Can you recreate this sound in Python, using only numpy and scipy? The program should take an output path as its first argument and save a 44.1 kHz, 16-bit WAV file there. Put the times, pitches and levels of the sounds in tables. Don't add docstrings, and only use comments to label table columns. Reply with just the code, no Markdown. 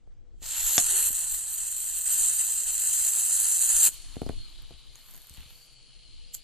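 import sys
import numpy as np
from scipy import signal
from scipy.fft import rfft, irfft, next_fast_len
from scipy.io import wavfile
from scipy.ndimage import uniform_filter1d, map_coordinates

SR = 44100
rng = np.random.default_rng(int(sys.argv[2]) if len(sys.argv) > 2 else 0)


def ratio(d):
    e = np.asarray(d, float) / 20
    return 10 ** e


def generate_wav(sig):
    pcm = np.round(np.clip(np.atleast_2d(sig).T, -1, 1) * 32767).astype(np.int16)
    wavfile.write(sys.argv[1], SR, pcm)


N = 283563

# (frequency [Hz], level [dB per Hz])
ROOM_COLOUR = [(88, -34.5), (150, -7), (325, -13), (425, -14.5), (500, -17), (729, -17.5), (1100, -26.5),
               (7960, -33), (10100, -53), (11000, -38), (14300, -78.5), (22000, -120)]
# (frequency [Hz], width [Hz], level [dB])
HUM = [(122, 10, -73), (486.7, 5, -81.5)]
# (frequency [Hz], level [dB per Hz])
RUMBLE_COLOUR = [(8.8, -40), (15, 8.5), (41, -0.5), (51, -11.5), (60, -9.5), (91, -22.5), (113, -14),
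                 (147, -35), (300, -30), (390, -35), (660, -120)]
# (frequency [Hz], likeness [-1 to 1])
RUMBLE_ALIKE = [(30, -0.82), (60, -0.7), (130, -0.47), (290, 0.36)]
# (time [s], level over the rumble [dB], half length [s])
SHOVES = [
    (.14, 7, 0.19),
    (.68, 10, 0.32),
    (1.25, 8, 0.26),
    (2.6, 3.5, 1.4),
    (4.05, 10, 0.29),
    (4.38, 9, 0.14),
    (4.55, 6.5, 0.25),
    (6.16, 3, .1),
]
# (frequency [Hz], time to fall 60 dB [s])
ROOM_DECAY = [(200, 0.13), (2000, 0.062), (10000, 0.14)]
# (left delay [ms], right delay [ms], level [dB])
NEAR_ECHOES = [(.66, 0.706, -26), (.91, 0.968, -19.5), (1.25, 1.3, -34), (2.25, 2.2, -17), (4.6, 4.1, -19),
               (7.9, 8.8, -19)]
# (start [s], end [s], frequency [Hz], half width [Hz], level [dB])
HAND_SHADES = [(.53, .8, 8550, 420, -10), (.3, .54, 6400, 300, 6), (.3, .54, 10000, 450, -5),
               (.3, .42, 3200, 500, 8), (.8, 1.1, 12550, 300, -5), (.5, 1.1, 11400, 450, 6.5),
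               (.85, 2, 5250, 250, -4), (2, 3.9, 5550, 200, -3), (.5, 1.1, 12900, 500, -6),
               (.8, 1.15, 4800, 250, -5), (.5, .8, 3500, 300, 3), (.5, .8, 4800, 300, -3),
               (1.9, 2.7, 10050, 350, -7), (1.15, 3.9, 11350, 300, -3), (1.9, 3.3, 6750, 250, -3),
               (3.2, 3.9, 9300, 200, 4), (3.1, 3.9, 10250, 300, 4), (3.1, 3.9, 8200, 200, -3),
               (2.7, 3.9, 8950, 150, -3), (1.1, 2, 6500, 250, -4), (.8, 3.9, 3500, 120, -1.5),
               (.8, 3.9, 2250, 120, -3)]
# (start [s], end [s], frequency [Hz], drift [Hz per s], share of time emptied [0-1])
ECHO_NULLS = [(.8, 3.88, 2250, 0, .5), (2.2, 3.88, 3470, 0, .65), (.8, 2.2, 3500, 0, .25),
              (.5, 3.88, 3830, 0, .15), (.82, 3.88, 5150, 150, .85), (.8, 2.1, 4850, 60, .4),
              (2.1, 3.88, 4950, 0, .15), (.5, 1.1, 10600, -300, .6), (1.15, 3.88, 11380, 0, .8),
              (1.15, 3.88, 10740, 0, .2), (1.2, 2.7, 9900, 0, .2), (1.05, 3.6, 13200, 0, .2),
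              (4.3, 5.75, 10800, 0, .6), (5.02, 5.3, 5600, 1200, .8)]
# (treble level [dB], frequency [Hz], flutter [Hz])
TOP_EDGE = [(-80, 10450, 50), (-77, 12400, 600), (-66, 12500, 600), (-62, 13300, 500), (-45, 13850, 650),
            (-30, 13800, 250)]
# (time [s], peak level [dB], knock over peak [dB], wobble over peak [dB])
THUDS = [(0.075, -55, -7, -23), (.343, -61, -8, -20), (0.4205, -51, -6, -12), (.433, -56, -3, -20),
         (1.104, -39, -16, -18), (3.884, -43, -8, -20), (4.1673, -26.5, -13.5, -16),
         (4.2175, -21.5, -11, -30), (4.2643, -27, -11.5, -20), (4.2953, -24, -8.5, -12),
         (4.231, -44, 0, -20), (4.272, -41, -6, -20), (4.307, -44, -2, -5), (4.333, -54, 2, -10),
         (4.38, -53, -21, 5), (4.708, -49, -3, -4), (4.714, -51, -3, 1), (4.722, -56, -20, 9),
         (4.738, -60, -20, 11), (5.308, -60, -28, 17), (5.343, -57, -18, -4), (5.38, -54.5, -28, 14.5),
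         (5.399, -54, -20, 9), (5.423, -59, -20, 10), (5.46, -60.5, -20, 12.5)]
# (frequency [Hz], width [Hz], level [dB])
TABLE_MODES = [(96, 130, -1.5), (180, 200, -30), (245, 45, -3)]
# (frequency [Hz], width [Hz], level [dB])
CAN_MODES = [(382, 30, 9), (466, 30, 13.5), (600, 460, 11.5), (672, 55, 11), (1300, 500, -19),
             (2300, 310, 1)]
# (time [s], peak level [dB], frequency [Hz], body over ring [dB], left minus right [dB])
TICKS = [(.071, -66, 2200, -6, 0), (.122, -64, 3300, -6, 0), (3.9419, -28.5, 9300, -24, -3),
         (4.157, -37, 2700, -4, -8), (4.053, -44, 6000, -10, 0), (4.167, -45, 2240, -8, 0),
         (4.2172, -36, 4200, -1, 0), (4.2635, -35, 5000, -4, 0), (4.2917, -32, 2250, -12, -5),
         (4.29, -34, 3380, 1, -4), (4.363, -40, 4230, -20, -3), (4.622, -42, 12000, -14, 0),
         (4.9558, -30.5, 6760, -15, -2), (4.9889, -47, 4230, -10, -14.5), (5.086, -44, 4350, -3, -3),
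         (5.1094, -35, 9050, -14, 0.5), (5.1125, -36, 12500, -24, 0), (5.138, -33, 12000, -19, 0.5),
         (5.146, -34, 7000, -11.5, 0), (5.155, -33, 12000, -24, -2), (5.1644, -31, 12100, -16, -2),
         (5.177, -32, 12400, -17, 3.5), (5.218, -36, 9600, -15, 1), (5.2707, -35, 11750, -20, -0.5),
         (5.296, -28.5, 8500, -38, 2), (5.339, -36, 8000, -20, 0), (5.347, -38, 7400, -10, 0),
         (5.353, -40, 8500, -20, 0), (5.36, -41, 7000, -20, 0), (5.372, -34, 2880, -12, 2),
         (5.406, -38, 3100, -8, 0), (5.433, -43, 1500, -6, 0), (5.505, -39, 3220, -7, 4),
         (6.3494, -23, 6910, -20, 2)]
# (frequency [Hz], level [dB per Hz])
GRAZE_COLOUR = [(1470, -36), (2500, -19.5), (4990, -14), (7650, 0), (8670, -11), (9530, -4), (10600, -17),
                (12400, -9), (13300, -12), (14500, -62)]
# (time [s], level [dB])
BOIL = [
    (3.88, -51),
    (3.96, -53),
    (4.09, -57.5),
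    (4.36, -56),
    (4.9, -58),
    (5.17, -63),
    (5.34, -59),
    (5.7, -60),
    (6.25, -57),
]
# (frequency [Hz], level [dB per Hz])
FIZZ_COLOUR = [(1120, -57.5), (1900, -23.5), (1990, -31), (2110, -15), (2430, -12), (2760, -9.5),
               (3000, -2), (3200, -4.5), (3440, -6.5), (3690, -4), (3830, -6), (4420, -3), (4740, -6.5),
               (5800, -23), (7540, -44), (12800, -120)]
# (frequency [Hz], likeness [-1 to 1])
FIZZ_ALIKE = [(300, 0.213), (1400, 0.84), (3500, 0.91), (7000, 0.13), (14000, 0.736)]
# (time [s], frequency [Hz], level [dB])
HOLLOW = [(3.9, 4390, -55), (4.13, 4300, -61), (4.33, 4270, -58.5), (4.43, 4280, -51), (4.53, 4000, -64),
          (4.85, 3960, -63), (5.1, 4400, -65), (5.45, 4284, -65), (5.62, 4565, -62), (5.9, 4320, -63),
          (6.2, 4170, -62), (6.43, 4340, -68)]
# (frequency [Hz], level [dB per Hz])
SEEP_COLOUR = [(3120, -37), (5300, -7.5), (6300, -4), (7200, 0), (8300, -6), (10000, -0.5), (10700, -8.5),
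               (11000, -32.5), (14300, -55), (22000, -120)]
# (frequency [Hz], level [dB per Hz])
RUB_COLOUR = [(10200, -38.5), (10900, -6), (11500, 0), (12300, 0), (13200, -3.5), (14500, -12.5),
              (15600, -15.5), (16500, -54)]
# (frequency [Hz], level [dB per Hz])
RUSTLE_COLOUR = [(240, -42), (400, -23), (449, -18), (641, -6), (748, -10), (1190, -5.5), (1350, -8),
                 (2200, -8.5), (2940, -10), (4000, -8), (5200, -36.5), (8800, -120)]
# (time [s], effort [dB])
FINGERS = [
    (4.9, -36),
    (4.96, -8),
    (5.05, -5),
    (5.12, 0),
    (5.19, -4),
    (5.34, -6),
    (5.57, -5.5),
    (5.66, -8.5),
    (5.76, -24),
    (5.8, -34),
]
# (time [s], level over the rustle [dB], half length [s])
DRAGS = [
    (4.957, 4, .008),
    (5.11, 6, .05),
    (5.39, 11, 0.028),
    (5.45, 8, 0.047),
]
# (time [s], peak level [dB])
SNAP = [
    (0.7792, -6.5),
]
# (frequency [Hz], width [Hz], level [dB])
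VALVE_MODES = [(75, 80, -14), (330, 400, -15.5), (706, 38, -5), (1000, 900, -18), (2500, 1400, -19),
               (3520, 130, -7), (5850, 550, -4), (7100, 450, -6), (9400, 450, -24)]
# (frequency [Hz], left minus right [dB])
SNAP_PAN = [(60, 8.5), (110, 0.5), (200, -9.5), (380, -2.5), (700, -6.5), (1290, -5.5), (2380, -1),
            (4400, 2.5), (8120, 0.5), (15000, 1)]
# (time [s], flow level [dB], loose fit [0-1])
FLOW = [(.436, -43, 0.6), (.52, -33, 0.43), (.56, -29.5, 0.64), (.76, -25, 0.85), (.82, -25, 0.32),
        (.97, -22.5, 0.6), (1.07, -24, 0.72), (1.15, -27.5, 0.26), (1.5, -33, 0.56), (1.75, -33, 0.38),
        (2.02, -28, 0.28), (2.09, -25, 0.3), (2.28, -23, 0.12), (2.65, -29, 0.31), (2.85, -25.5, 0.23),
        (3.57, -23, 0.07), (3.8, -20.5, 0.07), (3.84, -18.5, 0.43)]
# (time [s], surge [dB], half length [s])
SLUGS = [(.79, 3, .012), (1.11, -6, .028), (1.25, 0, .02), (1.64, 2, 0.086), (2.035, -3, 0.027),
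         (2.36, -3, 0.034), (2.4, 3.5, 0.022), (2.685, 3.5, 0.016), (3.085, 1.5, 0.038), (3.115, -4, 0.016),
         (3.21, 0, 0.028), (3.605, -3, 0.0089), (3.625, 2.5, 0.01), (3.67, -2, .015), (3.7, 4, 0.011),
         (3.76, 1, .012)]
# (frequency [Hz], level [dB per Hz])
JET_COLOUR = [(3240, -55), (5500, -26.5), (6210, -9.5), (6670, -7.5), (7060, 0), (7360, -0.5), (8670, -0.5),
              (9740, -5.5), (10500, -7), (11200, -12.5), (14600, -40), (22000, -120)]
# (frequency [Hz], level [dB per Hz])
BODY_COLOUR = [(150, -62), (250, -26), (429, -24), (636, -14), (839, -15), (920, -13), (1130, -17),
               (1600, -8.5), (2050, -11.5), (2240, -14.5), (2670, -5), (2970, -5.5), (3430, -8),
               (4170, -2.5), (5500, -9), (5800, -8), (7540, -13), (12800, -120)]
# (frequency [Hz], level [dB per Hz])
TOP_COLOUR = [(10600, -32.5), (11300, -8), (11800, 1), (12300, 2.5), (13000, -7.5), (13800, 2), (14600, -5),
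              (15600, -18), (16500, -63.5)]
# (frequency [Hz], likeness [-1 to 1])
JET_ALIKE = [(250, .6), (600, .97), (3200, .99), (3500, .7), (4200, .85), (5400, .45), (7300, .9),
             (8600, .7), (11000, .15), (12300, .55), (14000, .2)]
# (time [s], frequency [Hz], level over the core [dB])
NOZZLE = [
    (0.45, 7610, -5.5),
    (0.6, 7640, -3.5),
    (0.78, 7140, -4.5),
    (0.88, 7940, -8),
    (1.29, 8100, -5.5),
    (2.99, 7730, -6.5),
    (3.64, 7814, -8.5),
    (3.75, 7420, -11),
    (3.84, 7760, -9),
    (3.88, 7330, -9.5),
]


def unit(x):
    return x / np.sqrt(np.mean(x ** 2) + 1e-20)


def along(points, hz):
    f, v = np.transpose(points)
    return np.interp(np.log(hz + 1), np.log(f + 1), v)


def curves(rows):
    s, *cols = np.transpose(rows)
    return [np.interp(np.arange(N) / SR, s, c) for c in cols]


def bumps(rows):
    t = np.arange(N) / SR
    return sum(db * np.exp(-((t - s) / half) ** 2) for s, db, half in rows)


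def slopes(start, end, rise_db, fall_db):
    t = np.arange(N) / SR
    return -rise_db * np.clip(start - t, 0, 9) - fall_db * np.clip(t - end, 0, 9)


def wobble(rate):
    knots = rng.standard_normal(int(N * rate / SR) + 4)
    return map_coordinates(knots, [np.arange(N) * rate / SR])


def filtered(x, response):
    m = next_fast_len(N + SR // 2)
    return irfft(rfft(x, m) * response(np.fft.rfftfreq(m, 1 / SR)), m)[..., :N]


def modes(rows):
    def one(f, c, w, db):
        return ratio(db) * 1j * f * w / (c * c - f * f + 1j * f * w)
    return lambda f: sum((-1) ** k * one(f, *row) for k, row in enumerate(rows))


def strikes(times, gains):
    return np.bincount(np.round(np.asarray(times) * SR).astype(int), gains, N)


def rush(spectrum, alike, patchy_db, sputter=1, lag_s=0):
    z = signal.stft(rng.standard_normal((2, N)), nperseg=512)[2]
    field = uniform_filter1d(uniform_filter1d(rng.standard_normal(z.shape[1:]), 6, 0), 10, 1)
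    pair = signal.istft(z * ratio(patchy_db * unit(field)), nperseg=512)[1][:, :N] * sputter

    def spread(hz):
        turn = np.arccos(np.clip(along(alike, hz), -1, 1)) / 2
        return ratio(along(spectrum, hz)) * [np.cos(turn), np.sin(turn)]

    def late(hz):
        return np.exp(-1j * np.pi * hz * lag_s * np.array([[1], [-1]]))

    mid, side = filtered(pair, spread)
    both = np.array([mid + side, mid - side])
    return unit(filtered(both, late) if lag_s else both)


def drifting(hz, width_hz, alike):
    span = max(int(SR / width_hz / 2), 1)
    slow = uniform_filter1d(uniform_filter1d(rng.standard_normal((2, 2, N)), span), span)
    turn = 2 * np.pi * np.cumsum(hz + np.zeros(N)) / SR
    mid, side = slow[0] * np.cos(turn) + slow[1] * np.sin(turn)
    side = side * np.sqrt((1 - min(alike, 1)) / (1 + alike))
    return unit(np.array([mid + side, mid - side]))


def background():
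    air = ratio(-72.5) * rush(ROOM_COLOUR, FIZZ_ALIKE, patchy_db=2.0)
    hum = 0
    for hz, width, db in HUM:
        hum = hum + ratio(db) * unit(filtered(rng.standard_normal(N), modes([(hz, width, 0)])))
    rumble = ratio(-52.5 + bumps(SHOVES)) * rush(RUMBLE_COLOUR, RUMBLE_ALIKE, patchy_db=2.5)
    return air + hum + rumble * ratio([[1.6], [-1.6]])


def room(x):
    hz, t, z = signal.stft(rng.standard_normal((2, SR // 2)), SR, nperseg=256)
    tail = signal.istft(z * ratio(-60 * t / along(ROOM_DECAY, hz)[:, None]), SR, nperseg=256)[1]
    delayed = np.pad(x, ((0, 0), (250, 0)))
    return signal.fftconvolve(delayed, tail / np.linalg.norm(tail[0]), axes=1)[:, :N]


def near(x):
    fade_s = 0.04
    f, t, z = signal.stft(x, SR, nperseg=1024)
    comb, shade_db = 1, 0
    for left, right, db in NEAR_ECHOES:
        comb = comb + ratio(db) * np.exp(-2j * np.pi * f * np.array([[left], [right]]) / 1000)
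    for start, end, hz, width, db in HAND_SHADES:
        during = np.clip(np.minimum(t - start, end - t) / fade_s + .5, 0, 1)
        shade_db = shade_db + db * np.exp(-((f[:, None] - hz) / width) ** 2) * during
    return signal.istft(z * comb[..., None] * ratio(shade_db), SR, nperseg=1024)[1][:, :N]


def creak():
    start_s, length_s = 0.88, 0.13
    wall = modes([(386.5, 28, 0)])
    hum = unit(filtered(rng.standard_normal(N), lambda f: wall(f) ** 2))
    return ratio(-59 + slopes(start_s, start_s + length_s, 300, 300)) * hum


def thuds():
    s, db, knock_db, wobble_db = np.transpose(THUDS)

    def table(f):
        return modes(TABLE_MODES)(f) / (1 + 1j * f / 500) ** 2

    def can(f):
        return sum(modes([row])(f) for row in CAN_MODES) / (1 + 1j * f / 800) ** 3

    boom = filtered(strikes(s + .001, ratio(db + 36.5)), table)
    rocking = 1.7 * filtered(boom, lambda f: 1j * f / (90 + 1j * f) / (1 + 1j * f / 280) ** 2)
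    knock = filtered(strikes(s, -ratio(db + knock_db + 31.0)), can)
    stand = filtered(strikes(s, ratio(db + wobble_db + 53.0)),
                     lambda f: modes([(70, 16, 0)])(f) / (1 + 1j * f / 150))
    sway = filtered(strikes(s, ratio(db + wobble_db + 51.5)),
                    lambda f: modes([(31, 2.5, 0)])(f) / (1 + 1j * f / 60))
    out = boom * ratio([[1.5], [-1.5]]) + rocking * np.array([[1], [-1]])
    out = out + knock * np.array([[.85], [1.15]]) + stand * np.array([[1.05], [.95]])
    return out + sway * np.array([[4], [-2.5]])


def ticks():
    out, t = np.zeros((2, N + SR)), np.arange(SR // 50) / SR
    for s, db, hz, low_db, pan_db in TICKS:
        grit = rng.standard_normal((3, len(t)))
        ring = ratio(-60 * t / 0.0056) * (np.sin(2 * np.pi * hz * t) + np.diff(grit[:2], prepend=0))
        body = ratio(low_db - 60 * t / 0.02) * uniform_filter1d(grit[2], size=7) * 1.42
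        gain = ratio(db - 0.5 + pan_db / 2 * np.array([[1], [-1]]))
        soft_start = 1 - np.exp(-t / 0.00053)
        out[:, round(s * SR):][:, :len(t)] += gain * (ring + body) * soft_start
    return out[:, :N]


def graze():
    time_s = 6.346
    scratch = rush(GRAZE_COLOUR, FIZZ_ALIKE, patchy_db=4.0, sputter=ratio(2.5 * wobble(700)))
    return ratio(-30.5 + slopes(time_s, time_s, 1703, 2000)) * scratch * ratio([[-1.5], [1.5]])


def puddle():
    t = np.arange(N) / SR
    since = t - BOIL[0][0]
    fizz_db, effort = curves(BOIL)[0], ratio(curves(FINGERS)[0])
    wet = np.clip(since / 0.057, 0, 1)
    bubbling = ratio(.4 * wobble(30) + 1.2 * wobble(400))
    slips = ratio(0.52 * wobble(90) + 2.0 * wobble(360))

    def vent(db, fall_db):
        return ratio(db - fall_db * np.abs(since))

    fizz = ratio(fizz_db) * rush(FIZZ_COLOUR, FIZZ_ALIKE, patchy_db=.7, sputter=bubbling)
    fizz = fizz * ratio([[1.6], [-1.6]])
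    echo = filtered(fizz, modes([(3620, 550, 0)]))
    lifted = np.clip((t - 5.47) / 0.073, 0, 1) * (1 - .45 * np.clip((t - 5.92) / .1, 0, 1))
    fizz = fizz - 0.86 * lifted * echo

    hollow_hz, hollow_db = curves(HOLLOW)
    hollow = ratio(hollow_db) * bubbling * drifting(hollow_hz, width_hz=170, alike=0.54)
    hollow = hollow * ratio([[1.5], [-1.5]])

    scrape_s, scrape_length_s = 5.37, .05
    scrape = ratio(-58 + slopes(scrape_s, scrape_s + scrape_length_s, 1500, 80))
    scrape = scrape * slips * drifting(3150, width_hz=900, alike=.8)

    seep = vent(-50, 34) + ratio(-67) + ratio(-63) * effort ** 0.71
    seep = seep * rush(SEEP_COLOUR, FIZZ_ALIKE, patchy_db=0.8)
    rub = vent(-65, 14) + ratio(-58) * effort
    rub = rub * rush(RUB_COLOUR, FIZZ_ALIKE, patchy_db=2.5, sputter=slips)
    rustle = vent(-66.5, 15) + ratio(-80.5) + ratio(-75 + bumps(DRAGS)) * effort ** 0.82
    rustle = rustle * ratio(5.0) * rush(RUSTLE_COLOUR, FIZZ_ALIKE, patchy_db=2.5, sputter=slips)
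    return wet * (fizz + hollow + scrape + seep + rub + rustle)


def snap():
    time_s, peak_db = SNAP[0]
    t = np.arange(N) / SR - time_s - .0007
    burst = (t >= 0) * ratio(-60 * np.abs(t) / 0.021) * rng.standard_normal((2, N))
    burst = filtered(burst[0] + .5 * burst, lambda f: 1j * f / (1500 + 1j * f))

    def barrel(f):
        return modes(VALVE_MODES)(f) * ratio(along(SNAP_PAN, f) / 2 * np.array([[1], [-1]]))

    ring = filtered(0.078 * burst + strikes([time_s + 0.0008], [1.]), barrel)
    return ratio(peak_db + 5.5) * ring / np.abs(ring).max()


def jet():
    open_s, shut_s = 0.429, 3.876
    flow_db, loose = curves(FLOW)
    t = np.arange(N) / SR
    gate_db = slopes(open_s, shut_s, 1100, 762)
    linger_db = slopes(open_s, shut_s, 1100, 131) - 20
    whisper_db = -30 + slopes(.4, shut_s, 260, 762)
    gate_db = np.maximum(np.maximum(gate_db, linger_db), whisper_db)
    surge_db = bumps(SLUGS)
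    spit = ratio(0.83 * wobble(250) + 1.7 * wobble(900))
    sputter = spit * ratio(0.12 * wobble(11) + 0.67 * wobble(60))

    core = rush(JET_COLOUR, JET_ALIKE, patchy_db=1.8, sputter=sputter, lag_s=2.3e-5)
    core = core * ratio([[-.5], [.5]])
    body_db = -19.5 + 4.5 * loose + 3.7 * np.exp(-t / 1.27)
    body_db = body_db + 9.9 * np.exp(-np.abs(t - open_s) / 0.18)
    body_db = body_db + 2.0 * np.exp(-((t - shut_s) / 0.063) ** 2)
    body = ratio(body_db) * rush(BODY_COLOUR, JET_ALIKE, patchy_db=1.06,
                               sputter=np.sqrt(spit * sputter), lag_s=1.2e-5)
    top = ratio(-12.3 + 11 * loose - 0.99 * surge_db)
    top = top * rush(TOP_COLOUR, JET_ALIKE, patchy_db=3.0, sputter=sputter, lag_s=.8e-5)
    nozzle_hz, nozzle_db = curves(NOZZLE)
    nozzle = ratio(nozzle_db) * sputter * drifting(nozzle_hz, width_hz=800, alike=0.53)
    choke = 1 - 0.74 * np.exp(-((t - SNAP[0][0] + 0.0028) / 0.0021) ** 4)
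    return ratio(flow_db + surge_db + gate_db) * choke * (0.84 * core + nozzle + body + top)


def starved(x, margin_db):
    hz, t, z = signal.stft(x, SR, nperseg=2048, noverlap=1536)

    def held(count):
        return np.repeat(rng.random(len(t)), count)[:len(t)]

    energy = (np.abs(z) ** 2).sum(0)
    band = np.round(np.log1p(hz / 2500) * 34).astype(int)
    first = np.unique(band, return_index=True)[1]
    power = np.add.reduceat(energy, first) / np.bincount(band)[:, None]
    power = uniform_filter1d(power, size=2, axis=1)
    weak = power < uniform_filter1d(power, size=9, axis=0) * ratio(-2 * margin_db)
    empty = weak[band] & (hz[:, None] > 6000)

    fine = np.round(np.log1p(hz / 2500) * np.where(hz < 7000, 60, 30)).astype(int)
    fine = fine * np.where(hz < 7000, 1, 2)
    luck = np.array([np.roll(held(count=3), 37 * k) for k in range(fine.max() + 1)])[fine]
    centre_hz = 2500 * np.expm1(fine / 60)[:, None]
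    for start, end, null_hz, drift, share in ECHO_NULLS:
        off = (centre_hz - null_hz - drift * (t - start)) / min(null_hz * .045, 330)
        empty |= (luck < share * np.exp(-off ** 2)) & (t > start) & (t < end)

    treble = (np.abs(z[:, (hz > 11000) & (hz < 13000)]) ** 2).sum((0, 1)) * 2 / 3
    treble_db = 10 * np.log10(np.abs(uniform_filter1d(treble, size=3)) + 1e-14)
    level_db, edge_hz, flutter_hz = np.transpose(TOP_EDGE)
    flutter = np.interp(treble_db, level_db, flutter_hz) * (3 * held(count=3) - 1.5)
    edge = np.interp(treble_db, level_db, edge_hz) + flutter
    edge = 689 * np.round(edge / 689)
    costly = treble > ratio(2 * -11.2) * energy.sum(0) * 2 / 3
    often = uniform_filter1d(costly * (treble_db > level_db[-2]) * 1., size=21) > .5
    edge = np.where(often, np.minimum(edge, 13050), edge)
    return signal.istft(z * ~empty * (hz[:, None] < edge), SR, nperseg=2048, noverlap=1536)[1][:, :N]


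def scene():
    hits = snap() + thuds() + ticks() + graze()
    return near(jet()) + puddle() + background() + creak() + hits + ratio(-10.0) * room(hits)


def top_cut(x):
    return signal.sosfilt(signal.butter(12, 15690, fs=SR, output="sos"), x)


def record(dry):
    limited = dry / (1 + np.abs(dry / .7) ** 4) ** .25
    finished = starved(limited, margin_db=14.5)
    return top_cut(finished)


dry = scene()
out = record(dry)
generate_wav(out)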